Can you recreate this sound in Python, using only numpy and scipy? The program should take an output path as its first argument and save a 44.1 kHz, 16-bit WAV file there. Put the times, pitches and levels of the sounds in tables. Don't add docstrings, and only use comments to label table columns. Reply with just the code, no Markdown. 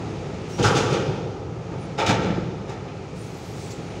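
import sys
import numpy as np
from scipy import signal
from scipy.fft import rfft, irfft
from scipy.io import wavfile
from scipy.ndimage import map_coordinates

SR = 44100
rng = np.random.default_rng(int(sys.argv[2]) if len(sys.argv) > 2 else 0)


def output_pcm(signal):
    pcm = np.clip(np.atleast_2d(signal).T, -1, 1) * 32767
    wavfile.write(sys.argv[1], SR, np.round(pcm).astype(np.int16))


N = 176400

# (time [s], rumble [dB], fans [dB])
MACHINERY_LEVELS = [(0, -28, -46), (.45, -30.5, -45), (1.45, -31.5, -52.5), (1.9, -31.5, -47),
                    (2.55, -31.5, -51), (3.05, -33, -49.5), (3.5, -33, -48), (3.78, -32, -47),
                    (4, -31, -45.5)]
# (pitch [Hz], level [dB])
ENGINE_TONES = [(105, -45), (141, -46.5), (165, -55.5), (384, -50.5), (440, -53), (826, -53.5)]
# (frequency [Hz], relative level [dB])
RUMBLE_COLOUR = [(15, -50), (25, -24), (38, -16), (69, -7.5), (103, -1.5), (152, -2), (176, -0.5),
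                 (210, -9.5), (238, -8.5), (261, -8), (306, -10), (329, -7.5), (438, -7.5), (470, -10),
                 (524, -9), (583, -16), (776, -14.5), (1090, -24.5), (1280, -19.5), (1480, -29),
                 (1800, -38), (2340, -54), (3960, -120)]
FAN_COLOUR = [(700, -3), (1700, 2), (2400, 4.5), (3200, -1.5), (5000, -4.5), (6700, -6), (8000, -16.5),
              (10000, -23.5), (12000, -39), (15500, -47)]
HISS_COLOUR = [(1500, -25), (3500, 3), (7000, 3.5), (9000, -5), (12000, -13), (13600, -23), (15300, -12)]
SPIT_COLOUR = [(3000, -22), (4500, 5), (7000, 6), (9000, -16)]
SCRAPE_COLOUR = [(3000, -25), (7000, 2), (10300, -1), (12000, -16)]
WALL_COLOUR = [(25, -36), (50, -4.5), (80, -7.5), (115, 5.5), (180, 3.5), (220, -5), (290, -1.5), (450, 2),
               (640, -6.5), (850, 0), (1050, -12), (1170, -6.5), (1400, -5), (1660, -12), (2500, -11.5),
               (4500, -15), (6700, -16.5), (8000, -26.5), (10000, -34.5), (13000, -50.5), (15500, -42)]
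# (time [s], level [dB])
HISS_LEVELS = [(.46, -74), (.5, -51), (.6, -50), (.68, -100), (2.9, -89), (3.145, -68), (3.165, -53.5),
               (3.45, -53), (3.63, -48), (3.72, -49), (3.745, -53), (4, -64)]
# (time [s], length [s], start pitch [Hz], end pitch [Hz], level [dB])
FLOW_WHISTLES = [(1.785, 0.094, 9350, 9300, -65), (3.08, 0.16, 8350, 8400, -65.5),
                 (3.17, .14, 9200, 9300, -60), (3.15, 0.22, 11250, 11600, -67.5),
                 (3.28, 0.35, 12200, 11900, -72), (3.582, 0.22, 8300, 7200, -57),
                 (3.74, 0.29, 9100, 9100, -71)]
STEEL_SQUEALS = [(0.5, .03, 2920, 3130, -47), (0.518, 0.067, 2740, 2930, -42.5),
                 (0.546, 0.055, 2910, 2810, -45), (0.661, 0.027, 2576, 2550, -26.5)]
# (multiple of the pitch, level [dB])
SQUEAL_HARMONICS = [(1, -8.5), (2, -1), (3, -17), (4, -35), (5, -32)]
# (delay [s], level [dB])
STACK_ECHOES = [(.165, -14.5)]
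# (frequency [Hz], ring time [s])
YARD_RING_TIMES = [(100, 2.54), (500, 1.37), (2000, 1.18), (6000, 1.67), (9000, 0.93), (13000, 0.48)]
WALL_RING_TIMES = [(100, 0.72), (400, 0.83), (1200, 0.97), (4000, 0.47), (8000, 0.39), (12000, 0.31)]
# (time [s], level [dB])
PANEL_THUMPS = [(1.084, -23), (1.261, -26), (2.091, -17), (2.189, -14.5), (2.257, -16), (2.302, -13),
                (2.378, -14.5), (2.483, -23), (2.523, -21), (3.142, -34)]
# (pitch [Hz], level [dB], ring time [s])
PANEL_TONES = [(111, -21, 0.1), (150.5, -3.5, 0.15), (179.8, -6, 0.14), (359, -1.5, 0.046),
               (470.6, -12, 0.13)]
FIRST_FRAME_TONES = [(104.9, -1.5, 0.59), (180, -5, 0.72), (287.7, -9, 0.6), (372.2, -4.5, 0.31),
                     (438.4, -8, 0.48), (528, -6, 1), (819, -1, .3), (823, -6.5, 0.39), (935, -5.5, 0.47),
                     (1157, -5, 0.31), (1240, -8, .3), (1349, -4, .3), (1560, -17, 0.5)]
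SECOND_FRAME_TONES = [(112, 1, 0.31), (441, -2, 0.65), (539, -3.5, .45), (680, -21, 0.36), (806, -3, 0.29),
                      (850, -2, 0.29), (894, -0.5, 0.64), (1310, -9, 0.64), (1895, -9, 0.49),
                      (2281, -10, 0.54), (2550, -8.5, 0.35), (3725, -2, 0.17), (3930, -19, 0.16),
                      (5100, -8.5, 0.28), (6702, -18, 0.25)]
# boom, body, clang, crash, sizzle (frequency [Hz])
BAND_CENTRES = [120, 400, 1250, 2400, 7000]
# (time [s], rise [s], ring time multiplier, boom [dB], body [dB], clang [dB], crash [dB], sizzle [dB])
FIRST_BLOWS = [(.578, 0.021, 1, -12.5, -12.5, -22.5, -20, -22),
               (.623, 0.0052, 1, -12, -40, -46, -18.5, -15), (.636, 0.011, .9, -22.5, -17, -9, -15.5, -13),
               (.742, 0.016, 1, -16, -15.5, -31.5, -14.5, -16.5),
               (.763, 0.0063, .9, -37, -15.5, -25, -25, -13.5),
               (.885, 0.057, 1, -18.5, -10, -22, -16.5, -16.5)]
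SECOND_BLOWS = [(1.976, 0.025, 0.95, -32.5, -13, -16, -16, -20),
                (2.061, 0.004, 0.66, -34, -24, -26, -17, -16.5),
                (2.078, 0.017, 0.65, -8.5, -12.5, -15, -13, -14),
                (2.19, 0.071, 0.89, -20.5, -13.5, -27.5, -18.5, -26)]
FAR_KNOCKS = [(1.70, 0.03, 0.84, -20.5, -27.5, -34.5, -43, -52),
              (2.672, 0.028, 1.02, -59, -31, -32.5, -33, -37),
              (2.692, 0.0056, 0.55, -55, -36, -35, -42, -34), (2.87, 0.0213, 0.48, -58, -57, -52, -30, -46)]

RATTLE_DB, RATTLE_PER_S = -1, 240


def amp(db):
    return 10 ** (np.asarray(db) / 20)


def unit(x):
    return x / np.sqrt(np.mean(x ** 2) + 1e-20)


def along(points, hz):
    f, v = np.transpose(points)
    return np.interp(np.log(hz + 1), np.log(f + 1), v)


def curves(rows):
    times, *columns = np.transpose(rows)
    return [np.interp(np.arange(N) / SR, times, column) for column in columns]


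def wobble(rate):
    return map_coordinates(rng.standard_normal(SR // 8), [np.arange(N) * rate / SR + 2], mode="wrap")


def filtered(x, response):
    return irfft(rfft(x, 2 * N) * response(np.fft.rfftfreq(2 * N, 1 / SR)))[:N]


def causal(gain):
    cepstrum = irfft(np.log(np.maximum(gain, 1e-6)))
    cepstrum[1:N] *= 2
    cepstrum[N + 1:] = 0
    return np.exp(rfft(cepstrum))


def noise(colour):
    return unit(filtered(rng.standard_normal(N), lambda hz: amp(along(colour, hz))))


def fade(t, ring_s):
    return np.exp(-np.log(1000) * t / ring_s)


def dying_noise(ring_times):
    hz, t, bands = signal.stft(rng.standard_normal(N), SR, nperseg=256)
    return signal.istft(bands * fade(t, along(ring_times, hz)[:, None]), SR, nperseg=256)[1][:N]


def delayed(x, seconds):
    return np.pad(x, (max(round(seconds * SR), 0), 0))[:N]


def machinery(firing_hz=21.2, throb_depth=0.069):
    t = np.arange(N) / SR
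    rumble_db, fan_db = curves(MACHINERY_LEVELS)
    throb = 1 + throb_depth * np.sin(2 * np.pi * firing_hz * t + wobble(2.7))
    hum = sum(amp(db) * np.sqrt(2) * np.sin(2 * np.pi * hz * t + 2.3 * wobble(12))
              for hz, db in ENGINE_TONES)
    rumble = amp(rumble_db - 2) * throb * noise(RUMBLE_COLOUR)
    fans = amp(fan_db + 0.27 * wobble(5.9)) * noise(FAN_COLOUR)
    return rumble + amp(rumble_db - rumble_db.mean()) * hum + fans


def hiss(whistle_width_hz=220, flutter_db=5, spit_at_s=3.717):
    t = np.arange(N) / SR
    level_db, = curves(HISS_LEVELS)
    out = amp(level_db + 0.95 * wobble(25.03)) * noise(HISS_COLOUR)
    for time, length, start_hz, end_hz, db in FLOW_WHISTLES:
        progress = np.clip((t - time) / length, 0, 1)
        phase = 2 * np.pi * np.cumsum(start_hz + (end_hz - start_hz) * progress) / SR
        breath = filtered(rng.standard_normal(N), lambda hz: 1 / (1 + (hz / whistle_width_hz) ** 2))
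        whistle = unit(breath * np.sin(phase))
        out += amp(db + flutter_db * wobble(34)) * np.sin(np.pi * progress) * whistle
    spit = amp(-43) * np.exp(-((t - spit_at_s) / .014) ** 2) * noise(SPIT_COLOUR)
    return out + spit


def yard_echo(sound, build_s=0.039, smear_s=0.033, dull_above_hz=4070):
    t = np.arange(N) / SR
    tail = dying_noise(YARD_RING_TIMES) * (1 - np.exp(-t / build_s))
    answer = amp(-8.5) * tail / np.linalg.norm(tail)
    for delay, db in STACK_ECHOES:
        slap = rng.standard_normal(N) * np.exp(-t / smear_s)
        answer += amp(db) * delayed(slap / np.linalg.norm(slap), delay)
    answer = filtered(answer, lambda hz: 1 / (1 + 1j * hz / dull_above_hz))
    return signal.fftconvolve(sound, answer)[:N]


def scrape(start_s=.64, fade_db_per_s=44.5):
    t = np.arange(N) / SR
    level_db = -49 - fade_db_per_s * t + RATTLE_DB * wobble(RATTLE_PER_S)
    return delayed(amp(level_db) * noise(SCRAPE_COLOUR), start_s)


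def squeals(roughness=0.0128):
    t, out = np.arange(N) / SR, np.zeros(N)
    for time, length, start_hz, end_hz, db in STEEL_SQUEALS:
        progress = np.clip((t - time) / length, 0, 1)
        pitch = (start_hz + (end_hz - start_hz) * progress) * (1 + roughness * wobble(420))
        phase = 2 * np.pi * np.cumsum(pitch) / SR
        tone = sum(amp(level) * np.sin(round(k) * phase) for k, level in SQUEAL_HARMONICS)
        out += amp(db) * np.sin(np.pi * progress) * tone
    return out


def thumps(rise_s=0.0024):
    t, out = np.arange(N) / SR, np.zeros(N)
    push = 1 - np.exp(-t / rise_s)
    for time, level in PANEL_THUMPS:
        ring = np.zeros(N)
        for hz, db, ring_s in PANEL_TONES:
            gain = amp(db + rng.normal(0, 3.5))
            pitch = hz * rng.normal(1, 0.038)
            ring += gain * fade(t, ring_s) * np.sin(2 * np.pi * pitch * t)
        out += delayed(amp(level) * push * ring, time)
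    return out


def container_bang(blows, frame_tones, frame_db=-6, retune=0.0169):
    t, out = np.arange(N) / SR, np.zeros(N)
    hz = np.fft.rfftfreq(2 * N, 1 / SR)
    ripple = map_coordinates(rng.standard_normal(SR // 8), [hz / 75], mode="wrap")
    uneven_db = 1.5 * np.minimum(hz / 520, 1) * ripple
    walls = unit(amp(along(WALL_COLOUR, hz) + uneven_db))
    tone_hz, tone_db, tone_ring_s = np.transpose(frame_tones)[:, :, None]
    for time, rise, sustain, *levels in blows:
        band_levels = list(zip(BAND_CENTRES, levels))
        swell = np.minimum(t / rise, 1)
        chatter = amp(RATTLE_DB * wobble(RATTLE_PER_S))
        ring_times = [(f, ring_s * sustain) for f, ring_s in WALL_RING_TIMES]
        burst = dying_noise(ring_times) * swell * chatter
        blow = filtered(burst, lambda f: causal(walls * amp(along(band_levels, f))))
        pitch = tone_hz * (1 + retune * rng.uniform(-1.03, 1, tone_hz.shape))
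        phase = 2 * np.pi * (pitch * t[:SR] + rng.random(tone_hz.shape))
        gain = amp(frame_db + tone_db + along(band_levels, tone_hz))
        frame = np.sum(gain * fade(t[:SR], tone_ring_s * sustain) * np.sin(phase), axis=0)
        blow[:SR] += swell[:SR] * frame
        out += delayed(blow, time)
    return out


def scene():
    first = amp(-3) * container_bang(FIRST_BLOWS, FIRST_FRAME_TONES) + squeals() + scrape()
    second = amp(-2) * container_bang(SECOND_BLOWS + FAR_KNOCKS, SECOND_FRAME_TONES) + thumps()
    echoes = yard_echo(first) + amp(-3) * yard_echo(second)
    return (first + second + echoes + machinery() + hiss())[None]


def record(dry):
    low_hz, top_hz = 39, 15750
    return filtered(dry[0], lambda hz: (hz < top_hz) * hz ** 4 / np.sqrt(hz ** 8 + low_hz ** 8))[None]


dry = scene()
out = record(dry)
output_pcm(out)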